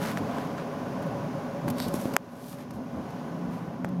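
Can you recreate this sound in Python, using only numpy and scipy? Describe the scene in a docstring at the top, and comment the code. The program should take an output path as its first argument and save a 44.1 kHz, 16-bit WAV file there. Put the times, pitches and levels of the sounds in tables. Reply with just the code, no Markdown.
"""Inside a car rolling over a bridge in traffic. From the start the road booms in the cabin, tyres roar
and air hisses over a faint engine. Fingers rub, tap and knock on the hand-held recorder as the wheels
cross a bump and an oncoming car swishes by. Near the middle a fingertip squeaks, then one sharp click
makes the gain control duck, and the rumble swells back. More bumps and a second car follow, and the
engine drones up near the end."""
import sys
import numpy as np
from scipy import signal
from scipy.fft import rfft, irfft
from scipy.io import wavfile
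from scipy.ndimage import uniform_filter1d

SR = 44100
rng = np.random.default_rng(int(sys.argv[2]) if len(sys.argv) > 2 else 0)


def store_pcm(level_fs):
    """Save levels as 16-bit WAV."""
    pcm = np.round(np.clip(level_fs, -1, 1) * 32767).astype(np.int16)
    wavfile.write(sys.argv[1], SR, np.atleast_2d(pcm).T)


N = 176400
T = np.arange(N) / SR


def from_db(db):
    """Decibels to gain."""
    return 10 ** (np.asarray(db) / 20)


def unit_rms(x):
    """Scale to an rms of 1."""
    return x / np.sqrt(np.mean(x ** 2) + 1e-20)


def fader(curve):
    """A gain ride through (t/s, level/dB) points."""
    return from_db(np.interp(T, *np.transpose(curve)))


def swell(peak_s, rise_s, fall_s, steepness=1.24):
    """An envelope that rises to 1 and falls away, each side with its own time constant."""
    distance = np.abs((T - peak_s) / np.where(T < peak_s, rise_s, fall_s))
    return np.exp(-np.minimum(distance ** steepness, 20))


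def drift(rate_hz):
    """Random modulation of rms 1, rolling off above the rate."""
    f = np.fft.rfftfreq(N, 1 / SR)
    return unit_rms(irfft(rfft(rng.standard_normal(N)) / (1 + (f / rate_hz) ** 2), N))


def noise(eq, resonances=()):
    """White noise shaped by an EQ curve and resonant peaks, at an rms of 1."""
    f = np.fft.rfftfreq(N, 1 / SR) + 1e-3
    eq_hz, eq_db = np.transpose(eq)
    db = np.interp(np.log(f), np.log(eq_hz), eq_db)
    db -= 20 * np.maximum(np.log2(f / eq_hz[-1]), 0)   # 20 dB per octave off the top
    for hz, width_hz, boost_db in resonances:
        db += boost_db / (1 + (2 * (f - hz) / width_hz) ** 2)
    return unit_rms(irfft(rfft(rng.standard_normal(N)) * from_db(db), N))


def steadied(x, span_s):
    """Even out the chance swells that last longer than the span."""
    return x / np.sqrt(uniform_filter1d(x ** 2, max(int(span_s * SR), 2)) + 1e-12)


def ring(x, hz, t60):
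    """A resonator: a unit click sets a sine of height 1 ringing."""
    decay, step = from_db(-60 / (t60 * SR)), 2 * np.pi * hz / SR
    return signal.lfilter([0, np.sin(step)], [1, -2 * decay * np.cos(step), decay ** 2], x + 1e-18)


def ring_modes(x, modes):
    """Ring a bank of (f/Hz, level/dB, t60/s) modes, neighbours in opposite polarity."""
    return sum(-(-1) ** k * from_db(db) * ring(x, hz, t60) for k, (hz, db, t60) in enumerate(modes))


RUMBLE_FADER = [(0, -32.5), (.25, -35), (.48, -34.5), (.6, -37.5), (.85, -36), (1.0, -34.5), (1.3, -34),
                (1.6, -37.5), (1.68, -27.5), (1.78, -35), (1.95, -33), (2.15, -34.5), (2.6, -34.5),
                (2.79, -34.5), (3.1, -37.5), (3.45, -37), (3.72, -38.5), (3.88, -34.5), (4, -37)]   # low road bed: t/s, level/dB
RUMBLE_EQ = [(20, -51), (40, -39), (62, -23), (85, -17), (120, -6), (160, -3.5), (215, -4), (280, -4.5),
             (350, -14), (500, -23), (900, -21.5)]   # its dark tone: f/Hz, level/dB
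CABIN_BOOMS = [(151, 65, 2), (249.2, 21, 8.5)]   # low cabin resonances: f/Hz, width/Hz, boost/dB
def road_rumble():
    """The road booms through the cabin's low resonances."""
    return fader(RUMBLE_FADER) * steadied(noise(RUMBLE_EQ, CABIN_BOOMS), span_s=0.092)


TYRE_FADER = [(0, -38.5), (.2, -37.5), (.37, -36.5), (.55, -38), (1.0, -37.5), (1.5, -38.5), (2.1, -39.5),
              (2.3, -37), (2.7, -42.5), (2.97, -41.5), (3.3, -41.5), (3.6, -41.5), (4, -46)]   # tyre roar: t/s, level/dB
TYRE_EQ = [(150, -25), (300, -1), (420, -3), (700, -4), (830, -1), (910, -9.5), (1050, -1.5), (1300, -12),
           (1600, -14), (2000, -17.5), (3000, -23), (4000, -32.5), (8000, -50)]   # its midrange body: f/Hz, level/dB
CABIN_MIDS = [(417.5, 34, 7.5), (556, 76, 7.5), (676, 87, 5.5), (974, 35, 6.5), (1486, 96, 7.5)]   # higher cabin resonances: f/Hz, width/Hz, boost/dB
TREAD_FADER = [(0, -48), (.6, -49), (1.0, -42), (2.1, -42.5), (2.4, -45), (3.0, -56.5), (4, -54)]   # singing tread: t/s, level/dB
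TREAD_EQ = [(470, -36), (535, -15), (560, -5.5), (588, -16.5), (660, -32), (900, -63)]   # its narrow band: f/Hz, level/dB
def tyres():
    """The tyres of this car and those around it roar through the cabin, and the tread sings."""
    roar = fader(TYRE_FADER) * noise(TYRE_EQ, CABIN_MIDS)
    tread = fader(TREAD_FADER) * steadied(noise(TREAD_EQ), span_s=0.205)
    return roar + tread


AIR_FADER = [(0, -51), (.5, -54), (1.1, -53.5), (1.6, -54.5), (2.2, -51), (2.7, -55), (3.1, -55),
             (3.6, -59.5), (4, -62)]   # airflow: t/s, level/dB
AIR_EQ = [(1000, 9.5), (2500, 3.5), (3800, 2), (5300, 3.5), (6600, 1.5), (7800, -8.5), (9500, -5),
          (12500, -5.5), (14500, -9.5), (16000, -13)]   # its wide hiss: f/Hz, level/dB
def air_rush():
    """Air hisses as it rushes past the car's body."""
    return fader(AIR_FADER) * noise(AIR_EQ)


ENGINE_FADER = [(0, -43.5), (.8, -58), (1.0, -40), (1.3, -49.5), (3.2, -52), (3.38, -45), (3.49, -32),
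                (3.6, -43), (3.75, -51.5), (3.86, -35.5), (3.93, -34.5), (4, -29.5)]   # engine drone: t/s, level/dB
def engine(pitch_hz=175, wander_hz=6, waver_db=3):
    """One engine order booms in the cabin, wavering in pitch and level."""
    hz = pitch_hz + wander_hz * drift(rate_hz=8.0)
    tone = unit_rms(np.sin(2 * np.pi * np.cumsum(hz) / SR))
    waver = from_db(waver_db * drift(rate_hz=7.9))
    return fader(ENGINE_FADER) * waver * tone


FINGER_SLIDES = [(.037, 0.028, 0.024, -44, -36.5), (0.093, 0.026, 0.039, -46.5, -36.5),
                 (0.1744, 0.0011, 0.0017, -48, -28), (.187, 0.01, 0.0054, -50, -47),
                 (.3845, 0.00077, 0.002, -69, -38.5), (.385, .15, 0.15, -59, -45.5),
                 (.587, .012, 0.023, -75, -43.5), (1.026, 0.0046, 0.0088, -53.5, -47),
                 (1.066, .004, 0.011, -58, -58), (1.688, 0.0068, 0.0021, -40, -37),
                 (1.702, 0.0013, 0.0059, -36, -41), (1.784, 0.0018, 0.0067, -43, -40),
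                 (1.83, 0.046, .06, -50, -60), (1.886, 0.0042, 0.0036, -43, -42),
                 (1.941, 0.0017, 0.0019, -39.5, -51), (1.959, 0.019, 0.011, -43.5, -48),
                 (2.005, .03, 0.095, -48, -49.5), (2.139, .002, 0.0036, -40, -37),
                 (2.505, 0.12, 0.039, -43.5, -66), (2.53, 0.0093, 0.018, -53, -42.5),
                 (2.605, 0.027, 0.032, -51.5, -43), (2.71, .003, .004, -47.5, -39.5),
                 (2.736, .002, 0.038, -54.5, -58), (3.105, .002, 0.0044, -53, -52),
                 (3.535, 0.032, .11, -62, -55), (3.849, .001, 0.0055, -54, -47),
                 (3.89, 0.0039, .004, -57, -60)]   # slides on the casing: peak t/s, rise/s, fall/s, hiss/dB, rasp/dB
HISS_EQ = [(1500, -7), (3000, 1.5), (6500, 2), (8000, 0), (10500, 3), (12800, 3.5), (14200, -0.5),
           (16000, -10)]   # bright layer of a slide: f/Hz, level/dB
RASP_EQ = [(400, -3), (900, 11.5), (1700, 6.5), (2800, -1), (4500, -4.5), (8000, -14.5)]   # midrange layer of a slide: f/Hz, level/dB
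def finger_rubs(grain_db=2.5, grain_hz=500):
    """Fingers slide on the casing in grainy swells of hiss and rasp; the shortest are crisp ticks."""
    hiss, rasp = noise(HISS_EQ), noise(RASP_EQ)
    slides = np.zeros(N)
    for peak_s, rise_s, fall_s, hiss_db, rasp_db in FINGER_SLIDES:
        slides += swell(peak_s, rise_s, fall_s) * (from_db(hiss_db) * hiss + from_db(rasp_db) * rasp)
    grain = unit_rms(from_db(grain_db * drift(grain_hz)))
    return slides * grain


FINGER_TAPS = [(0.1731, -12, 2000), (.3843, -16, 1600), (.5815, -13, 700), (1.6806, -10.5, 900),
               (1.8016, -14, 6000), (2.139, -24, 12000), (2.1654, 3.5, 14000), (3.8464, -6, 950)]   # hits on the casing: t/s, level/dB, brightness/Hz
CASING_MODES = [(377, -23, 0.026), (730, -11, 0.0089), (1510, -6, 0.0048), (2440, -8.5, 0.0023),
                (3420, -24.5, 0.011), (5000, -21.5, 0.0041), (6610, -18, 0.0044), (7840, -16, 0.0035),
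                (12690, -12, 0.0024)]   # the casing's ring: f/Hz, level/dB, t60/s
CASING_NOTCHES = [(4080, 470), (9100, 330)]   # where its modes cancel: f/Hz, width/Hz
def finger_taps(high_cut_hz=13900):
    """Each tap is a push, duller when the contact is soft, that briefly rings the casing."""
    force = np.zeros(N)
    for at_s, db, bright_hz in FINGER_TAPS:
        push = from_db(db) * signal.unit_impulse(N, int(at_s * SR))
        softness = np.exp(-2 * np.pi * bright_hz / SR)
        force += signal.lfilter([1 - softness], [1, -softness], push + 1e-18)
    clicks = ring_modes(force, CASING_MODES)
    for hz, width_hz in CASING_NOTCHES:
        clicks = signal.lfilter(*signal.iirnotch(hz, hz / width_hz, fs=SR), clicks)
    return signal.sosfilt(signal.butter(6, high_cut_hz, fs=SR, output="sos"), clicks)


ROAD_PATCHES = [(0.22, 0.039, -30.5), (1.684, 0.032, -32.5), (1.873, 0.069, -34), (2.784, 0.037, -29.5),
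                (2.98, 0.049, -30.5), (3.49, 0.035, -36)]   # uneven patches under the wheels: peak t/s, rise and fall/s, level/dB
BUMP_EQ = [(20, -19), (50, -10), (82, 3), (130, 2.5), (240, 11.5), (350, -3.5), (560, -2), (900, -10),
           (2000, -45)]   # their low thump: f/Hz, level/dB
def road_bumps():
    """Each uneven patch shakes the car's body for a moment."""
    shake = sum(from_db(db) * swell(peak_s, ramp_s, ramp_s) for peak_s, ramp_s, db in ROAD_PATCHES)
    return shake * steadied(noise(BUMP_EQ), span_s=0.035)


PASS_BYS = [(.37, 0.18, -39.5), (3.08, 0.16, -44)]   # oncoming cars: nearest t/s, rise and fall/s, level/dB
PASS_BY_EQ = [(300, -26), (410, 7), (490, -14), (560, 6), (625, -6), (690, 11), (880, -9), (1060, -3),
              (1300, -21.5), (3000, -21), (4000, -35)]   # their swish: f/Hz, level/dB
def oncoming_cars():
    """The tyre noise of each oncoming car swells and fades as it goes by."""
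    nearness = sum(from_db(db) * swell(peak_s, ramp_s, ramp_s) for peak_s, ramp_s, db in PASS_BYS)
    return nearness * noise(PASS_BY_EQ)


HAND_KNOCKS = [(.3835, -27), (1.9425, -16.5), (2.0560, -17), (3.8463, -23)]   # dull hits on the recorder: t/s, level/dB
THUD_MODES = [(174, -18.5, 0.021), (286, 4.5, 0.016), (584, -5, 0.0092), (1000, -33, 0.0092)]   # the body of each thud: f/Hz, level/dB, t60/s
def hand_knocks(low_cut_hz=103):
    """The soft hand knocks the recorder: a short, low thud with no sub weight."""
    force = np.zeros(N)
    for at_s, db in HAND_KNOCKS:
        force[int(at_s * SR)] = from_db(db)
    thuds = sum(from_db(db) * ring(force, hz, t60) for hz, db, t60 in THUD_MODES)
    return signal.sosfilt(signal.butter(2, low_cut_hz, "high", fs=SR, output="sos"), thuds)


SLIP_MODES = [(2800, -1, 0.0018), (3880, -0.5, 0.0049), (4500, -3.5, 0.0076), (5170, -1.5, 0.0034),
              (8360, -7, .004), (11700, -2.5, .0035), (12400, -7, .003)]   # high resonances of the squeak: f/Hz, level/dB, t60/s
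def finger_squeak(slips_per_s=1100, spread_db=1.5, squeak_db=-40.5, snap_s=1.8013, snap_db=-23):
    """A fingertip sticks and slips on the casing in a fast, uneven run; one hard slip snaps."""
    slips = (rng.random(N) < slips_per_s / SR) * from_db(spread_db * rng.standard_normal(N))
    ringing = steadied(ring_modes(slips, SLIP_MODES), span_s=0.022)
    squeak = swell(peak_s=1.826, rise_s=0.038, fall_s=0.042) * ringing
    snap = ring_modes(signal.unit_impulse(N, int(snap_s * SR)), SLIP_MODES)
    return from_db(squeak_db) * squeak + from_db(snap_db) * snap


def scene():
    """The driving bed and the handling noise, mixed in mono at one microphone."""
    driving = road_rumble() + tyres() + air_rush() + oncoming_cars() + road_bumps() + engine()
    handling = finger_rubs() + finger_taps() + hand_knocks() + finger_squeak()
    return (driving + handling)[None]


def record(dry):
    """The gain control ducks fast on a peak and recovers slowly; a steep filter cuts the top."""
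    threshold_db, attack_s, release_db_per_s, high_cut_hz = -14, 0.003, 11, 15900
    over_db = np.maximum(20 * np.log10(np.abs(dry[0]) + 1e-9) - threshold_db, 0)
    release_db = release_db_per_s * T
    held_db = np.maximum.accumulate(over_db + release_db) - release_db
    lag = np.exp(-1 / (attack_s * SR))
    duck_db = signal.lfilter([1 - lag], [1, -lag], held_db)
    high_cut = signal.ellip(12, 0.1, 80, high_cut_hz, fs=SR, output="sos")
    return signal.sosfilt(high_cut, dry * from_db(-duck_db))


dry = scene()
out = record(dry)
store_pcm(out)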